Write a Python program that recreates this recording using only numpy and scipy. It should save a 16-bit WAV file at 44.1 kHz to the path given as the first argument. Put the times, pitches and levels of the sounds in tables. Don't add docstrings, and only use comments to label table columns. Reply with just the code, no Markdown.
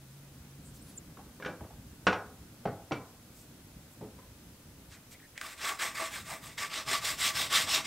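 import sys
import numpy as np
from scipy import signal
from scipy.fft import rfft, irfft, next_fast_len
from scipy.io import wavfile
from scipy.ndimage import uniform_filter1d, map_coordinates

SR = 44100
rng = np.random.default_rng(int(sys.argv[2]) if len(sys.argv) > 2 else 0)


def gain_from_decibels(decibels):
    exponent = np.asarray(decibels, float) / 20
    return 10 ** exponent


def master(y):
    cut = np.clip(np.atleast_2d(y).T, -1, 1)
    pcm = np.round(cut * 32767)
    wavfile.write(sys.argv[1], SR, pcm.astype(np.int16))


N = 346626
T = np.arange(N) / SR

# f/Hz, level/dB per Hz
SLACK_PAPER = [(760, -4), (1300, 2), (2130, 7.5), (3010, -14), (3720, -11), (4350, -12.5), (7590, -9),
               (9560, -11.5), (15200, -17.5), (16000, -3)]


def unit(x):
    return x / np.sqrt(np.mean(x ** 2) + 1e-20)


def along(points, hz):
    f, v = np.transpose(points)
    return np.interp(np.log(hz + 1), np.log(f + 1), v)


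def wobble(rate):
    knots = rng.standard_normal(int(N * rate / SR) + 4)
    return map_coordinates(knots, [T * rate])


def filtered(x, response):
    m = next_fast_len(x.shape[-1] + 8192)
    spectrum = rfft(x, m) * response(np.fft.rfftfreq(m, 1 / SR))
    return irfft(spectrum, m)[..., :x.shape[-1]]


def resonances(modes, f):
    total = 0
    for k, (c, w, db) in enumerate(modes):
        sign = (-1) ** k
        total = total + sign * gain_from_decibels(db) * 1j * f * w / (c * c - f * f + 1j * f * w)
    return total


def patchy(patchy_db):
    z = signal.stft(rng.standard_normal(N), nperseg=512)[2]
    field = uniform_filter1d(rng.standard_normal(z.shape), size=6, axis=0)
    field = uniform_filter1d(field, size=6, axis=1)
    return signal.istft(z * gain_from_decibels(patchy_db * unit(field)), nperseg=512)[1][:N]


def widened(mid, side_db):
    scramble = rng.standard_normal(900)
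    side = signal.fftconvolve(mid, scramble / np.linalg.norm(scramble))[:N]
    side = filtered(side, lambda hz: gain_from_decibels(along(side_db, hz)))
    return np.array([mid + side, mid - side])


def shop(x, wet_db):
    # f/Hz, time to fall 60 dB/s
    room_decay = [(150, 0.29), (500, 0.48), (1200, 0.44), (3000, 0.22), (8000, 0.29)]
    hz, t, z = signal.stft(rng.standard_normal(SR // 2), SR, nperseg=256)
    fade = gain_from_decibels(-60 * t / along(room_decay, hz)[:, None])
    tail = signal.istft(z * fade, SR, nperseg=256)[1]
    tail = np.pad(tail, (180, 0))
    return x + gain_from_decibels(wet_db) * signal.fftconvolve(x, tail / np.linalg.norm(tail))[:len(x)]


def air():
    # t/s, level/dB
    fan_effort = [(0, -58), (.65, -54.5), (1.2, -57), (2.3, -54.5), (3.3, -56.5), (3.9, -56), (5.3, -59),
                  (7.1, -58), (7.86, -53)]
    # t/s, level/dB
    motor_level = [(0, -52), (.5, -56.5), (.75, -54), (.95, -66), (1.1, -102)]
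    # f/Hz, level/dB per Hz
    rumble_tone = [(12, -40), (27, -32), (45, -8.5), (62, -5.5), (141, -7), (295, -10.5), (338, -18),
                   (492, -24.5), (605, -28), (1200, -33), (1560, -31), (2640, -120)]
    # f/Hz, level/dB per Hz
    hiss_tone = [(350, 1.5), (600, -0.5), (748, -4), (1700, -6.5), (2340, -8), (15100, -11.5),
                 (16000, -15.5)]
    # f/Hz, side minus mid level/dB
    air_width = [(60, -28), (110, -37), (200, -23), (380, -13), (700, -10.5), (1290, -5.5), (2380, -0.5),
                 (4400, -0.5), (8120, 0), (15000, -1)]

    rumble_db = np.interp(T, *np.transpose(fan_effort)) + 1.7 * wobble(3.0) + 0.31
    rumble = gain_from_decibels(rumble_db) * unit(filtered(patchy(patchy_db=2.0), lambda hz: gain_from_decibels(along(rumble_tone, hz))))

    motor_hz = 140 + 5.5 * wobble(16)
    motor_db = np.interp(T, *np.transpose(motor_level)) + 2.5 * wobble(8)
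    motor = gain_from_decibels(motor_db) * np.sin(2 * np.pi * np.cumsum(motor_hz) / SR)

    hiss = gain_from_decibels(-60) * unit(filtered(rng.standard_normal(N), lambda hz: gain_from_decibels(along(hiss_tone, hz))))
    return widened(rumble + motor + hiss, air_width)


def brushing():
    # start t/s, length/s, level/dB, centre f/Hz,
    # width/octaves
    brushes = [(0.625, 0.1, -61, 8500, 0.27), (0.73, 0.062, -57.5, 8000, 1.1),
               (0.831, 0.13, -60, 3000, 3.6), (3.321, 0.15, -58, 9900, 1.2), (3.898, 0.065, -63, 11000, .6),
               (4.19, 0.085, -62.5, 1020, 0.02), (4.892, 0.087, -56, 3720, 1.1),
               (4.887, 0.12, -60, 1640, 0.49), (5.102, 0.053, -52.5, 5270, 2),
               (5.105, 0.075, -60, 2170, 0.16), (5.19, 0.021, -60, 2020, 0.23),
               (5.209, 0.067, -58, 1810, 0.17), (5.348, 0.05, -55.5, 1920, 0.49)]
    out = np.zeros(N)
    for s, length, db, hz, octaves in brushes:
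        swell = np.sin(np.pi * np.linspace(0, 1, round(length * SR))) ** 1.2
        band = lambda f: np.exp(-.5 * (np.log2((f + 1) / hz) / octaves) ** 2)
        rub = unit(filtered(rng.standard_normal(SR // 2), band))[:len(swell)]
        out[round(s * SR):][:len(swell)] += gain_from_decibels(db) * swell * rub
    return out


def squeaks():
    # start t/s, length/s, level/dB, top f/Hz, fastest at t/s
    slips = [
        (0.95, 0.049, -55, 14640, .887),
        (0.84, 0.094, -63, 10400, .89),
        (0.807, 0.049, -64, 10900, .885),
        (.885, .035, -62, 11000, .89),
        (0.83, 0.032, -70, 12000, .89),
        (.77, 0.057, -75, 10400, 0.6),
        (.785, 0.046, -75, 8400, 0.52),
        (.865, .04, -75, 12000, .88),
        (.86, .04, -76, 4500, .88),
    ]
    bow = 58
    out = np.zeros(N)
    for s, length, db, hz, fastest in slips:
        swell = np.sin(np.pi * np.clip((T - s) / length, 0, 1)) ** .6
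        speed = np.clip(1 - bow * (T - fastest) ** 2, .5, 1)
        pitch = hz * (speed + .006 * wobble(250))
        tone = np.sin(2 * np.pi * np.cumsum(pitch) / SR)
        out += gain_from_decibels(db + 3 + 4 * wobble(120)) * swell * tone
    return out


def ringing(modes, t, spot_hz, reach):
    luck = rng.normal([0, 1], [2.5, .006], (len(modes), 2))
    total = 0
    for (hz, db, t60), (luck_db, detune) in zip(modes, luck):
        far_db = 10.0 * (np.log2(hz / spot_hz) / reach) ** 2
        level_db = db + luck_db - far_db - 60 * t / t60
        total = total + gain_from_decibels(level_db) * np.sin(2 * np.pi * hz * detune * t)
    return total


def rattle(t, hz, width_hz, t60):
    noise = filtered(rng.standard_normal(len(t)), lambda f: resonances([(hz, width_hz, 0)], f) ** 2)
    return unit(noise) * gain_from_decibels(-60 * t / t60)


def struck(x):
    return x / np.sqrt(np.mean(x[:1100] ** 2))


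def vise():
    # t/s, peak level/dB, bench thud level/dB, steel edge level/dB, struck spot f/Hz
    knocks = [(1.171, -45, -11, -27, 1180), (1.19, -44.5, -25, -30, 786), (1.263, -59.5, -4, -12, 1160),
              (1.4, -46.5, -7.5, -3, 1150), (1.425, -37, -15, -6, 1580), (1.449, -33.5, -17, -3, 1440),
              (1.461, -35.5, -7, 4, 1580), (1.481, -42.5, -3, -17, 910), (1.497, -44, -8, -16, 804),
              (1.607, -41.5, -4, -38, 650), (1.639, -48.5, -6, -10.5, 600), (1.707, -48, -20, -18, 643),
              (2.069, -16, -12, 1, 1330), (2.078, -19.5, -22, -16, 1510), (2.129, -27, -33, -0.5, 860),
              (2.655, -24, -12, -21, 700), (2.674, -35, -8.5, -36, 1280), (2.911, -27.5, -10.5, -23, 700),
              (2.92, -33, -7, 7.5, 1050), (4.011, -45, -3.5, -22, 710), (4.026, -59.5, 11.5, -24, 500),
              (4.055, -65, 10.5, -30, 500), (4.188, -50.5, -9.5, -17, 1030)]
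    # f/Hz, level/dB, time to fall 60 dB/s
    body_modes = [(660, -6, .05), (770, -5, .06), (1030, -6, .07), (1130, -6, .06), (1290, -5, .05),
                  (1470, -1, .06), (1640, -4, .05)]
    # f/Hz, level/dB, time to fall 60 dB/s
    bench_modes = [(63.6, -12, 0.14), (101.2, -9.5, 0.98), (190.7, 2, 0.14), (262, -7, 0.094),
                   (310.3, 5, 0.067), (421, 3, 0.14), (503, 11, 0.059)]
    # f/Hz, level/dB, time to fall 60 dB/s
    handle_modes = [(2335, 3, .1), (5660, 2, .1), (6350, -8, .06)]

    out, t = np.zeros(N + SR), np.arange(SR // 2) / SR
    blunt = signal.butter(3, [55, 7200], "bandpass", fs=SR, output="sos")
    for s, db, thud_db, edge_db, spot_hz in knocks:
        deep_hz = 420 * gain_from_decibels(0.32 * edge_db)
        body = gain_from_decibels(4.5) * ringing(body_modes, t, spot_hz, reach=0.22)
        body = body + rattle(t, spot_hz, width_hz=0.75 * spot_hz, t60=0.041)
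        thud = gain_from_decibels(-8.5) * ringing(bench_modes, t, deep_hz, reach=2.7)
        thud = thud + rattle(t, deep_hz, width_hz=1.86 * deep_hz, t60=0.19)
        edge = gain_from_decibels(-9.5) * ringing(handle_modes, t, 3000, reach=3.4)
        edge = edge + rattle(t, hz=2660, width_hz=1900, t60=0.067)
        parts = struck(body) + gain_from_decibels(thud_db + 11.5) * struck(thud) + gain_from_decibels(edge_db - 7.5) * struck(edge)
        contact_s = min(0.00027 * gain_from_decibels(-.5 * edge_db), .002)
        blow = signal.sosfilt(blunt, parts * (1 - np.exp(-t / contact_s)))
        out[round((s - .0008) * SR):][:len(t)] += gain_from_decibels(db - 9.0) * shop(blow, wet_db=-5.5)
    return out[:N]


def paper_ticks():
    # t/s, peak level/dB, f/Hz
    ticks = [
        (5.3772, -31.5, 1800),
        (5.413, -27, 1228),
        (5.79, -42.5, 1730),
        (6.578, -40, 1820),
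        (7.187, -35, 1800),
        (7.5026, -48, 2200),
    ]
    snap_from, snap_fall_s = 4.2, 0.00075
    out, t = np.zeros(N + 2000), np.arange(2000) / SR
    for s, db, hz in ticks:
        through_sheet = lambda f: gain_from_decibels(along(SLACK_PAPER, f)) * f / (f + 900)
        crackle = unit(filtered(rng.standard_normal(len(t)), through_sheet))
        bent_t = t + snap_from * snap_fall_s * (1 - np.exp(-t / snap_fall_s))
        tone = np.sin(2 * np.pi * hz * bent_t)
        envelope = np.exp(-(t / 0.0042) ** 4) * (1 - np.exp(-t / 0.000091))
        snap = (0.89 * tone + 0.79 * crackle) * envelope
        out[round(s * SR):][:len(t)] += gain_from_decibels(db - 5.0) * snap
    return shop(out[:N], wet_db=-5.0)


def sanding():
    # hand turns t/s, speeding up/s, full speed/s, level/dB, dull/0-1 (1 slack and low, 0 taut and hissing)
    strokes = [(5.408, 0.0063, 0.14, -49.5, 0.72), (5.554, 0.084, 0.095, -38, 0.71),
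               (5.782, 0.021, 0.076, -35, 0.69), (5.941, 0.012, 0.13, -39, 0.73),
               (6.106, 0.012, 0.087, -43, 0.58), (6.24, 0.032, 0.091, -44.5, 0.73),
               (6.404, 0.031, 0.084, -50.5, 0.57), (6.57, 0.015, 0.082, -37.5, 0.73),
               (6.689, 0.05, 0.069, -37, 0.42), (6.848, 0.05, 0.074, -32, 0.55),
               (7.006, 0.048, 0.068, -33.5, 0.47), (7.17, 0.046, 0.08, -29.5, .43),
               (7.328, 0.041, 0.09, -33, 0.37), (7.49, 0.054, 0.081, -28, 0.45),
               (7.66, 0.04, 0.091, -30, 0.32), (7.832, 0.058, .07, -26.5, 0.72)]
    # f/Hz, level/dB per Hz
    taut_paper = [(760, -50), (1300, -21), (2150, -10), (3040, -3), (3840, 0.5), (4580, -4), (5260, -1),
                  (6420, -10), (8340, -12), (16000, -14.5)]
    # f/Hz, width/Hz, level/dB
    sheet_modes = [(2310, 200, -1), (2650, 180, 7), (3400, 400, 4.5), (5050, 650, -1), (8000, 2700, -1.5)]
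    # f/Hz, width/Hz, level/dB
    knob_modes = [(360, 290, -20.5), (650, 14, -4.5), (726, 980, -17.5), (830, 37, -9.5), (1153, 54, 1)]
    # t/s, treble from its face turned to the microphone/dB, weight on the knob/dB
    disc_hold = [(5.4, 4, -0.5), (5.62, 0, -1.5), (5.9, 0.5, -1.5), (6.05, 0, 0), (6.45, 6, 3),
                 (6.6, -3.5, -5), (6.8, -4.5, 2), (7.1, 1.5, -0.5), (7.3, 0.5, -1.5), (7.79, -2.5, 1.5),
                 (7.83, -7, -3)]
    turn_db, full_stop_s = 27.5, 0.12
    landing_db = -56

    turn, rise, hold, level_db, dull = np.transpose(strokes)
    start, middle, stop = turn + rise, turn + rise + hold / 2, turn + rise + hold
    pause = np.clip((start[1:] - stop[:-1]) / full_stop_s, 0, 1)
    rest_db = np.r_[landing_db, (level_db[1:] + level_db[:-1]) / 2 - turn_db * pause]
    times = np.ravel([turn, start, middle, stop], order="F")
    pace_db = np.ravel([rest_db, level_db + 3.5, level_db + 6.5, level_db - 1.0], order="F")
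    pace = np.interp(T, times, gain_from_decibels(.65 * pace_db), left=0) ** (1 / .65)
    pace = uniform_filter1d(pace, size=300)
    slack = np.clip(np.interp(T, middle, dull), 0, 1)

    caught = rng.random(N) < .08
    grain_db = 3 * np.minimum(rng.exponential(size=N), 4)
    grains = caught * gain_from_decibels(grain_db) * rng.standard_normal(N)
    grit = unit(patchy(patchy_db=2.4) + .6 * unit(grains))
    grit = grit * gain_from_decibels(.9 * wobble(35) + 1.1 * wobble(120))

    def bend(hz):
        return (1 + .5 * abs(resonances(sheet_modes, hz))) * hz ** 2 / (hz ** 2 + 450 ** 2)

    loose = unit(filtered(grit, lambda hz: gain_from_decibels(along(SLACK_PAPER, hz)) * bend(hz)))
    tight = unit(filtered(grit, lambda hz: gain_from_decibels(along(taut_paper, hz)) * bend(hz)))
    sheet = gain_from_decibels(-2.0) * pace * (slack * loose + (1 - slack) * tight)
    top = filtered(sheet, lambda hz: 1 / (1 + (8500 / (hz + 1)) ** 8))
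    s, facing_db, weight_db = np.transpose(disc_hold)
    sheet = sheet + (gain_from_decibels(np.interp(T, s, facing_db)) - 1) * top

    grip = pace / np.sqrt(1 + (pace / gain_from_decibels(-37)) ** 2)
    grip = grip * pace / (pace + gain_from_decibels(-45))
    drive = grip * gain_from_decibels(np.interp(T, s, weight_db) + 2.53 * wobble(25)) * patchy(patchy_db=3.0)

    def knob_response(hz):
        return np.sqrt(sum(abs(resonances([mode], hz)) ** 2 for mode in knob_modes))

    knob = gain_from_decibels(17.5) * filtered(drive, knob_response)
    return shop(sheet + knob, wet_db=-10.0)


def scene():
    # f/Hz, level/dB
    capsule = [(6500, 0.5), (8300, 4), (9300, -0.5), (10600, -4.5), (11600, -3.5), (12800, 1), (15000, -5)]
    # f/Hz, side minus mid level/dB
    near_width = [(60, -54), (110, -62), (200, -73), (380, -92), (700, -106), (1290, -78), (2380, -34.5),
                  (4400, -24), (8120, -26.5), (15000, -69)]
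    work = brushing() + squeaks() + vise() + paper_ticks() + sanding()
    work = filtered(work, lambda hz: gain_from_decibels(along(capsule, hz)))
    return air() + widened(work, near_width)


def band_limit(x):
    return signal.sosfilt(signal.butter(12, 16520, fs=SR, output="sos"), x)


def record(dry):
    top_hz = 15760
    mix = filtered(dry, lambda hz: hz < top_hz)
    return band_limit(mix)


dry = scene()
out = record(dry)
master(out)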